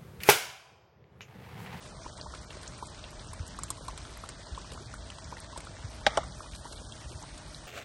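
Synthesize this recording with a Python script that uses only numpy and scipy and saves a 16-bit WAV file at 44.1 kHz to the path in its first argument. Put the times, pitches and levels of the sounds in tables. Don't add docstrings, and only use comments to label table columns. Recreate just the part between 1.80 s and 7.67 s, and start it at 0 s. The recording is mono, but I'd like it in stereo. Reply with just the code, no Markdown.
import sys
import numpy as np
from scipy import signal
from scipy.fft import rfft, irfft, next_fast_len
from scipy.io import wavfile
from scipy.ndimage import uniform_filter1d, minimum_filter1d

SR = 44100
rng = np.random.default_rng(int(sys.argv[2]) if len(sys.argv) > 2 else 0)


def to_wav(s):
    ch = np.atleast_2d(s).T
    pcm = np.round(np.clip(ch, -1, 1) * 32767)
    wavfile.write(sys.argv[1], SR, pcm.astype(np.int16))


def level_to_linear(level):
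    exponent = np.asarray(level, float) / 20
    return 10 ** exponent


N = 258867

# time in seconds, level in dB.
FLAME = [(0, -52), (1.05, -53), (1.8, -51.5), (2.7, -54.5), (2.93, -50), (3.5, -53), (4.05, -53.5),
         (4.36, -49.5), (4.69, -54.5), (5.02, -50.5), (5.3, -52.5), (5.87, -52)]
# pitch in Hz, level in dB per Hz.
RUMBLE = [(24, -40), (36, -4), (50, -2), (100, -0.5), (200, -9.5), (400, -30.5), (800, -20.5)]
# pitch in Hz, width in Hz, level in dB.
STOVE_HUM = (51.8, 11, -5.5)
# pitch in Hz, level in dB per Hz.
HISS = [(250, 9.5), (400, 4), (630, 3.5), (1000, 6), (1600, 6), (2500, 1.5), (4000, -1), (5500, 2),
        (7500, -5), (8500, -6.5), (10000, -4.5), (11000, -1), (11700, -4.5), (12600, -20)]
# pitch in Hz, width in Hz, level in dB.
FLAME_NOTE = (630.5, 86, -11.5)
# pitch in Hz, likeness from 0 to 1.
LIKENESS = [(60, 1), (130, 1), (270, 0.93), (600, 0.44), (1250, 0.21), (2300, 0.34), (4000, 0.63),
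            (6000, 0.079), (7400, 0.021), (8500, 0.83), (10000, 0.82), (11200, 0.91)]
# time in seconds, level in dB.
SIZZLE = [
    (0, -65),
    (1.5, -67),
    (3, -69),
    (4.2, -67.5),
    (4.8, -57.5),
    (5.87, -59.5),
]
# time in seconds, small bubbles in dB.
VIGOUR = [
    (0, -47),
    (1, -49.5),
    (1.6, -55.5),
    (2.4, -49.5),
    (3.4, -61.5),
    (3.86, -51),
    (4.1, -56),
    (5.87, -70),
]
# start in seconds, peak in dB, pitch in Hz.
BLIPS = [(.123, -44, 774), (.203, -45, 670), (.386, -43, 810), (.584, -50, 670), (0.768, -43.5, 590),
         (.855, -43.5, 710), (1.094, -47, 730), (1.119, -43, 720), (1.238, -45, 648), (1.329, -49, 990),
         (1.381, -43.5, 715), (1.445, -51, 544), (1.471, -46, 714), (2.085, -36.5, 650), (2.49, -47, 527),
         (2.592, -46, 586), (2.92, -45, 496), (2.951, -42.5, 673), (3.005, -46.5, 352), (3.568, -47, 616),
         (3.906, -44, 634), (3.986, -43, 730), (4.63, -44, 604), (4.744, -57, 730), (4.911, -44, 624),
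         (4.989, -43.5, 750), (5.013, -47.5, 462), (5.255, -47, 608), (5.308, -47.5, 346),
         (5.484, -47, 636), (.751, -53, 357), (1.023, -55, 520), (1.903, -37.5, 616), (1.979, -45, 1020),
         (2.157, -49, 644), (2.435, -42.5, 630), (2.664, -46.5, 780), (2.685, -47.5, 630),
         (2.845, -44, 1050), (3.7, -53, 600), (3.73, -44, 986), (3.775, -38, 610), (3.832, -44, 706),
         (3.87, -37.5, 1290), (3.951, -46, 607), (4.069, -49, 590), (4.171, -48, 634), (4.509, -52, 555),
         (4.64, -49, 760), (4.931, -49, 600), (5.42, -44, 770), (5.827, -48.5, 630)]
# start in seconds, peak in dB, pitch in Hz, left over right in dB.
PLOPS = [(.261, -36.5, 830, 9), (.412, -40, 686, 5), (.46, -39.5, 785, 14), (.537, -34.5, 1200, 2),
         (.706, -45, 765, 2), (1.025, -32.5, 867, 10), (1.531, -40.5, 930, 3), (1.745, -41, 1504, 3),
         (1.788, -33.5, 1075, 7), (1.834, -39, 1090, 6), (1.903, -34, 1040, 3), (2.008, -42.5, 573, 8),
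         (2.083, -32.5, 1044, 9), (2.13, -41, 700, 4), (2.437, -35.5, 1144, 9), (2.776, -35, 986, 7),
         (2.975, -38, 1090, 1), (3.139, -33, 1430, 2.5), (3.263, -44.5, 627, 5), (3.524, -35, 800, 9),
         (3.761, -36, 940, 8), (4.034, -38, 1600, 4), (4.213, -42, 780, 3), (4.431, -40, 1100, -4),
         (4.605, -35, 1110, 2), (4.659, -43, 990, 0), (4.853, -37, 800, 9), (5.326, -42.5, 600, 6),
         (5.434, -40.5, 820, 5)]
# start in seconds, peak in dB, pitch in Hz.
BUMPS = [(0.174, -47.5, 63.6), (0.322, -62, 59.2), (1.228, -41, 50.3), (1.599, -26, 91), (1.895, -57, 55.8),
         (2.289, -40, 61.4), (2.718, -28.5, 67.3), (4.042, -28, 105), (4.214, -36, 56), (4.804, -36.5, 91),
         (4.941, -51, 51.5), (5.256, -33.5, 72.6), (5.342, -35, 94.5), (0.248, -40, 56),
         (0.475, -32.5, 62.5), (0.593, -43, 74), (1.366, -40, 44.4), (1.44, -43, 142), (2.101, -35, 60),
         (2.372, -40, 51.5), (3.434, -42, 88), (3.5, -46, 54.4), (3.768, -38, 60.3), (4.43, -37, 69.4),
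         (4.72, -36, 70.6)]
# start in seconds, peak in dB, centre in Hz, left over right in dB.
TICKS = [(0.375, -30.5, 2200, 8), (0.3984, -34, 2970, 1.5), (.412, -28, 4800, 6), (0.546, -37, 2210, -8),
         (0.703, -32, 2750, 0), (.8604, -37, 3580, 0), (0.877, -28.5, 6300, 13), (1.24, -26, 3000, 2),
         (1.533, -26, 10200, 2), (1.8342, -24.5, 7800, 14.5), (1.882, -37.5, 2570, -15),
         (1.9033, -13.5, 10000, 1), (2.37, -35.5, 2130, -9), (2.488, -27.5, 2080, -7.5),
         (2.916, -33.5, 2720, -8), (3.3013, -34, 2730, -9), (3.443, -28.5, 5900, 9),
         (3.568, -38.5, 2070, -27), (3.5888, -39.5, 4240, 3), (3.6017, -27, 9870, 1.5),
         (3.804, -30, 2060, 7), (3.966, -28, 2040, -1), (4.7343, -28, 2270, 0), (4.7513, -33, 4500, 6),
         (4.9224, -34.5, 4640, 4), (5.122, -32.5, 3370, -1.5), (5.4252, -29, 6700, 4),
         (5.4904, -33, 2270, -6), (5.5766, -32, 4950, 5), (5.7455, -31.5, 4500, 5),
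         (1.3054, -35.5, 10900, 0.5), (1.445, -39, 11150, 1), (1.4708, -34.5, 9800, 0),
         (2.373, -34, 10760, 7), (3.1417, -34, 11650, -5.5), (3.85, -36, 11000, 3), (4.305, -30, 3500, 2),
         (1.8334, -28, 11500, 0)]
# start in seconds, bright spray
# in dB, broad splash in dB, left over right in dB.
BURSTS = [(.376, -37, -32, 7), (0.548, -36, -26, 1), (0.705, -63, -25.5, -15.5), (1.3055, -46, -52, -1),
          (0.831, -37, -25, 3), (1.069, -32.5, -55, 9), (1.026, -45, -33, 0), (.539, -45, -33, 0),
          (2.009, -50, -39, 0), (3.569, -46, -37, 0), (1.445, -42, -32.5, -15), (1.471, -47, -37, 0),
          (1.5326, -38.5, -39, 17), (1.6765, -29, -41, 6.5), (1.7878, -28, -51, 3),
          (1.8342, -26.5, -33, -6), (1.9034, -20, -24.5, 6), (1.974, -36, -57, -1), (2.081, -27, -20, 4),
          (2.176, -29.5, -23.5, 0), (2.25, -62, -25.5, -3), (2.489, -28, -22.5, 7), (2.919, -36, -26.5, -5),
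          (2.374, -53, -51, 2.5), (3.1384, -35.5, -55, 5.5), (3.302, -42, -25, 19), (3.775, -25, -24.5, 5),
          (3.804, -32.5, -28, 6), (4.4366, -36, -41, 1), (4.748, -34.5, -29, -8), (4.875, -37, -36, 3),
          (4.9241, -31.5, -31, 2), (5.121, -36, -36, 3), (5.5776, -32, -59.5, 7), (0.613, -38, -54, 1),
          (.8122, -36.5, -31, 0), (.978, -36, -43, -2), (1.056, -35, -48, 3), (1.6652, -32.5, -35, 1),
          (2.392, -49, -46, 2), (2.4394, -38, -33, -4), (2.7672, -42, -47, 2), (2.783, -36.5, -45, 5),
          (2.8153, -41, -48, 3), (2.9343, -33.5, -40, 0), (3.384, -34.5, -27, 3), (3.8502, -44, -39, 0),
          (4.2626, -50, -38, 0), (4.3726, -22, -38, 3), (4.6268, -45, -42, 2), (4.759, -32.5, -29, 1),
          (4.815, -44.5, -53, 1), (4.929, -35, -26, 3), (.7683, -40, -29, 1)]
# start in seconds, level in dB, crack in dB, second landing in dB,
# delay of the body in seconds.
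KNOCKS = [
    (4.265, -12, -6.5, -18, 0.00123),
    (4.3723, -18.5, -12, -3.5, 0.00168),
]
# pitch in Hz, level in dB, time to fall by 60 dB in seconds.
KNOCK_MODES = [
    [(225, -9, 0.043), (434, -16, 0.019), (620, 5, 0.047), (800, 7.5, 0.036), (1100, -6, 0.021),
     (1240, -2, 0.037), (1600, 0.5, 0.015), (1890, -3, 0.021), (2180, -4, 0.039), (2800, -26, 0.029),
     (2980, -11, 0.036), (3355, 5, 0.017), (3820, -6, 0.055), (5200, 1.5, 0.011)],
    [(274, -13, 0.058), (520, 7, 0.0095), (632, 10.5, 0.035), (687, 5, 0.039), (832, 11.5, 0.026),
     (1134, 8, 0.034), (1333, 5.5, 0.032), (1510, -12, 0.022), (1980, -18, 0.015), (2270, -7.5, 0.02),
     (3000, -2.5, 0.028), (3500, -7.5, 0.039), (5700, -0.5, 0.023), (8700, -12, 0.015)],
]
# pitch in Hz, width in Hz, level in dB.
HOLLOWS = [(800, 560, 3), (1166, 190, 3), (1920, 450, 0), (3700, 600, -4.5), (5150, 2100, -11)]
# pitch in Hz, level in dB per Hz.
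KEEP_ABOVE = [(1200, -102), (1700, -91), (2300, -91.5), (3000, -93.5), (4000, -96.5), (6000, -100),
              (7500, -103), (8900, -101), (10000, -93.5), (10450, -92.5), (10900, -98.5), (11400, -94),
              (11700, -89.5), (13000, -92)]
# time in seconds, middle range in dB, top range in dB.
STRICTNESS = [(0, -1, -2.5), (.3, 1.5, 1), (.37, 2, -1), (.45, 3.5, 0), (.6, -0.5, -2), (.95, -1.5, -1),
              (1.06, 3, -0.5), (1.14, -1, 2.5), (1.5, 0, 0.5), (2.5, -2, -2.5), (2.68, 1, 5),
              (2.8, 0, -0.5), (4.2, -0.5, -1), (4.32, 8.5, 15), (4.45, 1.5, -0.5), (4.999, 2.5, -1),
              (5.27, 2, -1), (5.45, -1.5, -2.5)]

RIGHT_LAG = 10.757
TOP_HZ = 12630


def rms_one(x):
    return x / np.sqrt(np.mean(x ** 2) + 1e-20)


def in_time(rows):
    s, *columns = np.transpose(rows)
    return [np.interp(np.arange(N) / SR, s, c) for c in columns]


def at_hz(points, hz):
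    table_hz, values = np.transpose(points)
    return np.interp(np.log(hz), np.log(table_hz), values)


def drift(rate):
    r = np.exp(-80 * np.pi * rate / SR)
    slow = signal.lfilter([1], [1, -2 * r, r * r], rng.standard_normal(N // 40 + 2002))[2000:]
    return np.interp(np.arange(N) / 40, np.arange(len(slow)), rms_one(slow))


def band(x, low_hz, high_hz):
    sos = signal.butter(2, [low_hz, min(high_hz, .45 * SR)], "band", fs=SR, output="sos")
    return signal.sosfilt(sos, x)


def add(out, s, sound, pan_db):
    i = round(s * SR)
    sides = level_to_linear([[pan_db / 2], [-pan_db / 2]])
    piece = (np.ones((2, 1)) * sound * sides)[:, :N - i]
    out[:, i:i + piece.shape[1]] += piece


def banded_noise(spectrum, patchy_db, grain):
    out, together = 0, drift(8.5)
    low_end, high_end = spectrum[0][0], spectrum[-1][0]
    edges = low_end * 2 ** np.arange(0, np.log2(high_end / low_end) + .3, 1 / 3)
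    clicks = rng.random((2, 1, N)) < 900 / SR
    crackle = clicks * level_to_linear(4.5 * np.minimum(rng.exponential(1, (2, 1, N)), 3.5))
    white = rng.standard_normal((2, 2, N)) * (1 + grain * rms_one(crackle))
    for k, (low, high) in enumerate(zip(edges, edges[1:])):
        mid, side = band(white[k % 2], low, high)
        hz = np.sqrt(low * high)
        alike = np.clip(at_hz(LIKENESS, hz), -1, 1)
        gain = level_to_linear(at_hz(spectrum, hz) + patchy_db * (0.32 * together + drift(25.0)))
        out = out + gain * (np.sqrt(1 + alike) * mid + np.sqrt(1 - alike) * side * [[1], [-1]])
    return rms_one(out)


def hollow(hz, width_hz, db, apart):
    mid, side = band(rng.standard_normal((2, N)), hz - width_hz / 2, hz + width_hz / 2)
    return level_to_linear(db) * rms_one(mid + apart * side * [[1], [-1]])


def plop(hz, cycles, rise, swell=0.31):
    turns = np.arange(round(3 * cycles * SR / hz)) * hz / SR
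    shape = (1 - np.exp(-turns / swell)) ** 2 * np.exp(-2.3 * turns / cycles)
    phase = 0.912 * turns + rise * turns ** 2 / (2 * cycles)
    return shape / shape.max() * np.sin(2 * np.pi * phase)


def hollows(noise):
    return sum(level_to_linear(db) * band(noise, hz - width_hz / 2, hz + width_hz / 2) for hz, width_hz, db in HOLLOWS)


def burner(rumble_db):
    roar = banded_noise(RUMBLE, patchy_db=2.0, grain=0.013)
    return level_to_linear(rumble_db + 3.5) * (roar + hollow(*STOVE_HUM, apart=0.033))


def steam(rumble_db):
    hiss_db = -54.5 + 0.054 * (rumble_db - rumble_db.mean())
    hiss = banded_noise(HISS, patchy_db=2.0, grain=0.55)
    return level_to_linear(hiss_db + 6.5) * (hiss + hollow(*FLAME_NOTE, apart=0.18)) * level_to_linear([[1.2], [-1.2]])


def rim_sizzle():
    level_db, = in_time(SIZZLE)
    return level_to_linear(level_db) * rms_one(band(rng.standard_normal(N), 8600, 10300))


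def small_bubbles(level_db, per_s, count):
    out, luck = np.zeros((2, N)), rng.random((count, 5))
    for when, size, pitch, glide, place in luck[:round(per_s * N / SR)]:
        hz = 480 * 2 ** (2.1 * pitch ** 1.2)
        loudness = (1.05 - size) ** -.35
        add(out, when * N / SR, loudness * plop(hz, 1.7, .5 * glide), 8 * place - 2.5)
    return level_to_linear(level_db) * rms_one(out)


def large_bubbles():
    rows = PLOPS + [(*blip, 7) for blip in BLIPS]
    out, luck = np.zeros((2, N)), rng.random((len(rows), 2))
    for (s, db, hz, pan_db), (glide, length) in zip(rows, luck):
        cycles = max(8.1 + 3.1 * (length - .5), 2)
        add(out, s, level_to_linear(db + 4.0) * plop(hz, cycles, 0.22 + 0.56 * glide, swell=0.4), pan_db - 2.5)
        add(out, s, level_to_linear(db - 8) * plop(0.394 * hz, 2.3, 0.54), pan_db - 2.0)
    return out


def bumps():
    out = np.zeros((2, N))
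    for s, db, hz in BUMPS:
        add(out, s, level_to_linear(db - 2.5) * plop(hz, 1.6, -0.025, swell=0.99), 1.5)
    return out


def droplets(count):
    out, t = np.zeros((2, N)), np.arange(900) / SR
    luck, noise = rng.random((count, 4)), rng.standard_normal((len(TICKS) + count, len(t)))
    strays_per_s = 3.5
    strays = [(when * N / SR, -39.5 + 8 * (size - .5), 3620 * 2 ** (0.4 * pitch), 12 * place - 3)
              for when, size, pitch, place in luck[:round(strays_per_s * N / SR)]]
    for (s, db, hz, pan_db), ring in zip(TICKS + strays, noise):
        fade = np.exp(-t / 0.0033 * (hz / 3000) ** 0.17)
        add(out, s, level_to_linear(db - 5.5) * rms_one(band(ring, hz / 1.2, hz * 1.11)) * fade, pan_db)
    return out


def spatter(count):
    out, t = np.zeros((2, N)), np.arange(900) / SR
    luck, noise = rng.random((count, 3)), rng.standard_normal((len(BURSTS) + count, 2, len(t)))
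    fizz_per_s, fizz_db = 34, -49
    fizz = [(when * N / SR, fizz_db + 6 * (size - .5), fizz_db - 8.5, 10 * place - 3)
            for when, size, place in luck[:round(fizz_per_s * N / SR)]]
    opening = (1 - np.exp(-t / 0.00054)) ** 2
    spit_fade = np.exp(-t / 0.0053) + 2.1 * np.exp(-t / 0.0007)
    splash_fade = np.exp(-t / 0.0037) + 1.9 * np.exp(-t / 0.00086)
    for (s, spray_db, splash_db, pan_db), (spray, wet) in zip(BURSTS + fizz, noise):
        spit = rms_one(band(spray, 5300, 11800)) * spit_fade
        splash = rms_one(band(wet, 420, 3300)) * splash_fade
        add(out, s, level_to_linear(spray_db - 7.0) * spit * opening, 0.86 * pan_db)
        add(out, s, level_to_linear(splash_db - 12.5) * splash * opening, 0.4 * pan_db - 0.5)
    return out


def surroundings(x):
    t = np.arange(round(.25 * SR)) / SR
    fall = np.exp(-t / 0.0013) + level_to_linear(-19.0) * np.exp(-t / 0.034)
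    echoes = band(rng.standard_normal((2, len(t))) * fall * (t > .0004), 520, 6100)
    echoes = echoes / np.sqrt(np.sum(echoes ** 2, axis=1, keepdims=True))
    return signal.fftconvolve(x, echoes, axes=1)[:, :N]


def scuff():
    level_db, drop_db, swell_s, settle_s = -42.5, 5.5, 0.027, 0.12
    first, last = KNOCKS[0][0] - 0.0096, KNOCKS[1][0]
    scuff_db, = in_time([(first - 2 * swell_s, -90), (first - swell_s, level_db - drop_db),
                         (first, level_db), (last, level_db + 7.0),
                         (last + settle_s, level_db - drop_db), (last + 2 * settle_s, -90)])
    rough = level_to_linear(1.5 * drift(60)) * hollows(rng.standard_normal((2, N)))
    return level_to_linear(scuff_db - 5.5) * rms_one(rough)


def vessel_ring(modes, late_s, t):
    ring, sideways_db = 0, 4.5
    for k, (hz, g, t60) in enumerate(modes):
        body, sideways = hz < 1400, 1500 < hz < 2600
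        u = np.maximum(t - late_s * body, 0)
        right_gain = level_to_linear(sideways_db * sideways - 14 * (hz > 3300))
        sides = [np.sin(2 * np.pi * hz * u),
                 np.sin(2 * np.pi * (hz * u + sideways / 4)) * right_gain]
        build_up = (1 - np.exp(-u * hz / (0.55 if body else 0.3))) ** 2
        sign = -1 if body else (-1) ** k
        ring = ring + level_to_linear(g - 3.0 - 60 * u / t60) * build_up * sign * np.array(sides)
    return ring


def knocks():
    out, t = np.zeros((2, N)), np.arange(5000) / SR
    for (s, db, crack_db, again_db, late_s), modes in zip(KNOCKS, KNOCK_MODES):
        ring = vessel_ring(modes, late_s, t)
        crack_fade = np.exp(-t / 0.0012) + 0.93 * np.exp(-t / 0.0065)
        crack = level_to_linear(crack_db) * rms_one(band(rng.standard_normal((2, len(t))), 890, 4600)) * crack_fade
        crack = crack * (1 - np.exp(-t / 0.00093)) ** 2 * level_to_linear([[0], [4.5]])
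        add(out, s, level_to_linear(db) * (ring + crack), 3.0)
        add(out, s + 0.0073, level_to_linear(db + again_db) * band(ring, 300, 1070), 3.0)
        wash = rms_one(hollows(rng.standard_normal((2, len(t)))))
        wash = wash * np.exp(-t / 0.053) * (1 - np.exp(-t / 0.0026))
        add(out, s, level_to_linear(db - 23) * wash, 1.5)
    return out + scuff()


def scene():
    (rumble_db,), (murmur_db,) = in_time(FLAME), in_time(VIGOUR)
    stove = burner(rumble_db) + steam(rumble_db) + rim_sizzle()
    pan = small_bubbles(murmur_db - 7.0, per_s=150.0, count=1200) + large_bubbles()
    pan = pan + droplets(count=60) + spatter(count=150)
    pan = level_to_linear(-1.5) * pan + level_to_linear(-12) * surroundings(pan)
    left, right = stove + pan + bumps() + knocks()
    size = next_fast_len(N + 64)
    later = np.exp(-2j * np.pi * np.arange(size // 2 + 1) * RIGHT_LAG / size)
    return np.array([left, irfft(rfft(right, size) * later, size)[:N]])


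def thin(pair, size):
    window = np.sin(np.pi * (np.arange(2 * size) + .5) / (2 * size))
    hz, _, cells = signal.stft(pair, SR, window, 2 * size, size, scaling="psd")
    edges = np.r_[0:64:64, 64:160:8, 160:320:20, 320:384:32, 384:1024:16]
    edges = np.unique(edges * size // 1024)
    widths = np.diff(np.r_[edges, len(hz)])
    power = np.add.reduceat(2 * abs(cells) ** 2, edges, axis=1) / widths[:, None]
    level_db = at_hz(KEEP_ABOVE, hz[edges + widths // 2] + 1) + (4.5 if size < 1024 else 0)
    s, middle_db, top_db = np.transpose(STRICTNESS)
    at = (np.arange(power.shape[2]) * size - 353) / SR
    top, middle = (hz[edges] > 9800)[:, None], (hz[edges] < 2950)[:, None]
    stricter_db = np.where(top, np.interp(at, s, top_db), np.interp(at, s, middle_db) * middle)
    keep = power > level_to_linear(2 * (level_db[:, None] + stricter_db))
    kept = cells * np.repeat(keep, widths, axis=1)
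    return signal.istft(kept, SR, window, 2 * size, size, scaling="psd")[1][:, :pair.shape[1]]


def drop_weak_bands(x):
    lead = 1024 - 671
    pair = np.pad([x[0] + x[1], x[0] - x[1]], ((0, 0), (lead, 0))) / 2
    treble = uniform_filter1d(band(x[0], 7200, TOP_HZ) ** 2, size=64)
    before = np.roll(uniform_filter1d(treble, size=512), 300)
    snap = np.pad(treble > level_to_linear(2 * 9.5) * before, (lead, 0)) * 1.0
    near = uniform_filter1d(np.roll(-minimum_filter1d(-snap, size=1900), 500), size=128)
    long, short = thin(pair, size=1024), thin(pair, size=128)
    swap = signal.sosfiltfilt(signal.butter(6, 9300, "high", fs=SR, output="sos"), short - long)
    mid, side = (long + near * swap)[:, lead:]
    return np.array([mid + side, mid - side])


def top_cut(x):
    return signal.sosfilt(signal.butter(12, 12850, fs=SR, output="sos"), x)


def record(dry):
    rounded = dry / (1 + abs(dry / .99) ** 12) ** (1 / 12)
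    cut = signal.sosfilt(signal.cheby2(8, 40, TOP_HZ, fs=SR, output="sos"), rounded)
    mix = drop_weak_bands(cut)
    return top_cut(mix)


dry = scene()
out = record(dry)
to_wav(out)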